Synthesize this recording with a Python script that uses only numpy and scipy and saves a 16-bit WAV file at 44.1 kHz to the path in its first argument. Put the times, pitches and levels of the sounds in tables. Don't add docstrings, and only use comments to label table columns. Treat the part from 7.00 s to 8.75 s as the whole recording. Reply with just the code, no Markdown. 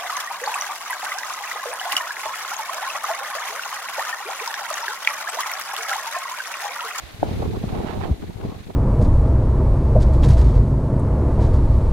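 import sys
import numpy as np
from scipy import signal
from scipy.fft import rfft, irfft
from scipy.io import wavfile
from scipy.ndimage import uniform_filter1d

SR = 44100
rng = np.random.default_rng(int(sys.argv[2]) if len(sys.argv) > 2 else 0)


def wav_out(sig):
    wavfile.write(sys.argv[1], SR, np.round(np.clip(np.atleast_2d(sig).T, -1, 1) * 32767).astype(np.int16))


N = 77175
T = np.arange(N) / SR

# (time [s], level [dB])
RUMBLE_LEVEL = [(0, -51), (.06, -42), (.11, -56), (.2, -42), (.24, -30), (.3, -28.5), (.38, -26),
                (.44, -26.5), (.6, -30.5), (.72, -35.5), (.8, -40), (.92, -37.5), (1.0, -27), (1.1, -35.5),
                (1.18, -49), (1.23, -37), (1.3, -35.5), (1.34, -49), (1.37, -38), (1.49, -27.5),
                (1.53, -51.5), (1.6, -45.5), (1.64, -43.5), (1.75, -44.5)]
FLUTTER_LEVEL = [(0, -78), (.11, -53.5), (.2, -41.5), (.28, -31), (.45, -28), (.55, -29), (.61, -33.5),
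                 (.76, -27.5), (.92, -33), (1.1, -28.5), (1.17, -44), (1.23, -30.5), (1.27, -38.5),
                 (1.305, -35), (1.335, -46), (1.39, -40), (1.46, -32), (1.56, -39), (1.635, -46.5),
                 (1.69, -33.5), (1.75, -56)]
RUSH_LEVEL = [(0, -80), (.19, -54), (.25, -33.5), (.3, -35), (.38, -42), (.44, -32.5), (.5, -46),
              (.55, -37.5), (.6, -50.5), (.68, -42), (.75, -30.5), (.9, -34), (.99, -39), (1.06, -30.5),
              (1.12, -38.5), (1.17, -48.5), (1.23, -57), (1.34, -53), (1.42, -36.5), (1.5, -44.5),
              (1.58, -51.5), (1.63, -60), (1.75, -50)]
# (frequency [Hz], relative level [dB])
RUMBLE_EQ = [(12, -27), (28, -33), (45, -8), (68, -7.5), (100, -3.5), (160, -22), (300, -44), (900, -85)]
FLUTTER_EQ = [(50, -2), (110, -5), (180, 2.5), (300, -3), (450, -6.5), (700, -27.5), (1200, -47.5),
              (3000, -72)]
RUSH_EQ = [(150, -17), (380, 2), (550, -3), (760, -0.5), (1000, -8.5), (1400, -17.5), (2200, -39.5),
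           (5000, -54)]
# (time [s], left minus right [dB])
RUSH_PAN = [(0, 3.5), (.62, -4.5), (.8, -3), (.9, -8.5), (1.05, -11), (1.15, 3), (1.45, 9.5), (1.75, -4)]
# (time [s], half length [s], level [dB], left minus right [dB])
PUFFS = [(.426, 0.006, -28.5, 0), (.46, 0.0033, -31.5, -5.5), (.56, 0.01, -34, 1), (.641, 0.0056, -31.5, 1),
         (.963, 0.013, -36.5, -11), (1.235, 0.0082, -40.5, 9), (1.305, 0.011, -46, -5),
         (1.443, 0.0068, -36, -19), (1.522, 0.0083, -43, -3), (1.554, 0.005, -41.5, 14),
         (1.703, 0.0053, -35, -3)]
# (time [s], pitch [Hz], level [dB], ring [cycles], left minus right [dB])
BUFFETS = [(0.039, 82, -31, 0.81, -19), (.148, 97, -31, 0.3, -5), (.198, 100, -29.5, 0.38, 21),
           (0.316, 98, -18, .4, 0), (0.405, 80.4, -15, 0.29, -29), (0.48, 129, -18, .35, -14),
           (0.578, 117, -27, 0.36, 0), (0.6416, 190, -16, 0.75, 2), (0.676, 75, -20.5, .45, 0),
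           (0.7328, 132, -17.5, 0.61, 32), (0.7896, 86, -19, 0.77, 8), (0.8483, 191, -18, 0.2, 5),
           (0.976, 153, -21.5, 0.16, 5), (0.997, 85, -23, .45, 1), (1.103, 150, -23, 0.3, 18),
           (1.1153, 86, -10.5, 1.38, 1), (1.299, 130, -26, 0.26, -10), (1.3619, 84.4, -23.5, 0.43, 18),
           (1.452, 190, -16.5, 0.35, -1), (1.472, 130, -21.5, 1.16, -12), (1.499, 110, -28, .5, -16),
           (1.566, 89, -28, 0.66, -8), (1.606, 90, -29.5, 0.64, -6)]
# (time [s], half length [s], level [dB], left minus right [dB])
FIZZES = [(.43, 0.0084, -48, 5), (0.693, 0.0071, -38, -14), (0.76, 0.027, -41, -12),
          (.897, 0.035, -34, -29), (1.033, .021, -33.5, -16), (1.224, 0.0053, -44, -1),
          (1.414, 0.0017, -32.5, 33)]
# (frequency [Hz], relative level [dB])
FIZZ_EQ = [(300, -15), (750, 13), (1400, 6), (2200, 1.5), (3800, -6.5), (5500, -20), (9000, -36),
           (15000, -45)]
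# (time [s], pitch [Hz], level [dB], delay at the right port [s])
KNOCKS = [(0.2302, 657, -3, 0.0013), (0.2368, 417, -17, .0002)]
# (frequency [Hz], level against the knock [dB], 60 dB decay time [s])
CASING_MODES = [(348, -18, 0.036), (790, -16.5, 0.014)]
# (frequency [Hz], relative level [dB])
LEAVES_EQ = [(100, -2), (250, 5.5), (550, 4.5), (770, 7), (950, 3.5), (1300, 2.5), (2200, 3), (3000, 0),
             (4000, 1.5), (5100, -6), (6500, -10.5), (8000, -32), (15000, -39)]
HISS_EQ = [(3000, -32), (5000, -11), (6500, 0.5), (8000, -2), (10500, -2.5), (13000, -3), (15500, -10.5)]
# (time [s], level [dB])
LEAVES_LEVEL = [(0, -42.5), (.1, -43), (.18, -46), (.3, -41), (.4, -43), (.51, -45.5), (.62, -44.5),
                (.88, -45), (1.1, -46.5), (1.19, -50.5), (1.23, -48), (1.27, -48.5), (1.39, -50.5),
                (1.47, -47), (1.54, -49), (1.6, -47.5), (1.67, -50), (1.75, -51.5)]
# (time [s], level before trim [dB])
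HISS_LEVEL = [(0.0, -58), (0.038, -56.5), (0.16, -57.5), (0.38, -55.5), (0.502, -58), (0.77, -57.5),
              (1.032, -58.5), (1.14, -61), (1.75, -61.5)]


def wind():
    rumble = envelope(RUMBLE_LEVEL) * turbulence(RUMBLE_EQ, shared=.03, lumpy_db=5.5, lump_hz=12)
    flutter = envelope(FLUTTER_LEVEL) * turbulence(FLUTTER_EQ, shared=.048, lumpy_db=6.5, lump_hz=32.2)
    rush_gain = envelope(RUSH_LEVEL) * pan(curve(RUSH_PAN)) + bursts(PUFFS)
    rush = rush_gain * turbulence(RUSH_EQ, shared=.019, lumpy_db=3.5, lump_hz=58.5)
    return rumble + flutter + rush


def buffets():
    rise_cycles, pitch_sag = .51, .23
    core_db, core_cycles = -8, .16
    out = np.zeros((2, N))
    for start, hz, db, ring_cycles, side_db in BUFFETS:
        port_lag_s = .00042 * rng.standard_normal((2, 1))
        cycles = (T - start - port_lag_s) * hz
        sagged = cycles / (1 + pitch_sag * np.sqrt(np.maximum(cycles, 0)))
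        swell = np.exp(-(sagged / np.where(cycles < 0, rise_cycles, ring_cycles)) ** 2)
        swing = swell * np.cos(2 * np.pi * sagged)
        off_centre = (cycles / core_cycles) ** 2
        core = amp(core_db) * (1 - 2 * off_centre) * np.exp(-off_centre)
        out -= amp(db) * pan(side_db) * (swing + core)
    return out


def fizz():
    return bursts(FIZZES) * turbulence(FIZZ_EQ, shared=0, lumpy_db=5.5, lump_hz=129)


def bump():
    knock_cycles, overtone_ratio, overtone_db = .69, 2.34, -23.5
    push_db, push_hz, push_s = -18, 283, .0066
    out = np.zeros((2, N))
    for start, hz, db, lag in KNOCKS:
        t = T - start - np.array([[0], [lag]])
        phase = 2 * np.pi * hz * t
        tone = np.cos(phase) + amp(overtone_db) * np.cos(overtone_ratio * phase)
        knock = np.exp(-(t * hz / knock_cycles) ** 2) * tone
        push = amp(push_db) * np.exp(-(t / push_s) ** 2) * np.cos(2 * np.pi * push_hz * t)
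        age = np.maximum(t, 0)
        ring = sum(amp(mode_db - 60 * age / t60) * np.sin(2 * np.pi * mode_hz * age)
                   for mode_hz, mode_db, t60 in CASING_MODES)
        out += amp(db) * (knock + push + ring)
    return out


def whistle():
    peak_s, half_s, level_db = 1.515, .042, -49
    centre_hz, rise_hz_per_s, waver = 1090, 500, .05
    glide = centre_hz + rise_hz_per_s * (T - peak_s)
    pitch = glide * (1 + waver * wobble(rate_hz=90, shared=.8)[0])
    tone = unit(np.sin(2 * np.pi * np.cumsum(pitch) / SR))
    return amp(level_db) * np.exp(-((T - peak_s) / half_s) ** 2) * tone


def leaves_and_water():
    hiss_trim_db = 2.5
    leaves = envelope(LEAVES_LEVEL) * turbulence(LEAVES_EQ, shared=.042, lumpy_db=2.15, lump_hz=33)
    hiss = envelope(HISS_LEVEL) * turbulence(HISS_EQ, shared=0, lumpy_db=1, lump_hz=40)
    return leaves + amp(hiss_trim_db) * hiss


def turbulence(eq, shared, lumpy_db, lump_hz):
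    lumpy = noise(shared) * amp(lumpy_db * np.tanh(wobble(lump_hz, shared=.61)))
    pressure = colour(lumpy, eq)
    power = uniform_filter1d(pressure ** 2, size=2200, axis=1).mean(0)
    return pressure / np.sqrt(power + 1e-9)


def bursts(rows):
    return sum(amp(db) * pan(side_db) * np.exp(-.5 * ((T - peak_s) / half_s) ** 2)
               for peak_s, half_s, db, side_db in rows)


def noise(shared):
    white = rng.standard_normal((3, N))
    return np.sqrt(shared) * white[2] + np.sqrt(1 - shared) * white[:2]


def wobble(rate_hz, shared):
    f = np.fft.rfftfreq(N, 1 / SR) / rate_hz
    return unit(irfft(rfft(noise(shared)) * f / (1 + f ** 4), N))


def colour(x, eq):
    hz, db = np.transpose(eq)
    f = np.fft.rfftfreq(N, 1 / SR)
    gain = amp(np.interp(np.log(f + 1), np.log(hz), db))
    return unit(irfft(rfft(x) * gain, N))


def pan(side_db):
    gains = amp(np.array([[.5], [-.5]]) * side_db)
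    return gains / np.sqrt(np.mean(gains ** 2, 0))


def curve(points):
    return np.interp(T, *np.transpose(points))


def envelope(points):
    return amp(curve(points))


def amp(db):
    return 10 ** (np.asarray(db) / 20)


def unit(x):
    return x / np.sqrt(np.mean(x ** 2) + 1e-20)


def scene():
    return wind() + buffets() + fizz() + whistle() + bump() + leaves_and_water()


def record(dry):
    cutoff_hz = 15850
    high_cut = signal.firwin(511, cutoff_hz, window=("kaiser", 9), fs=SR)
    return signal.oaconvolve(dry, high_cut[None], "same", axes=1)


dry = scene()
out = record(dry)
wav_out(out)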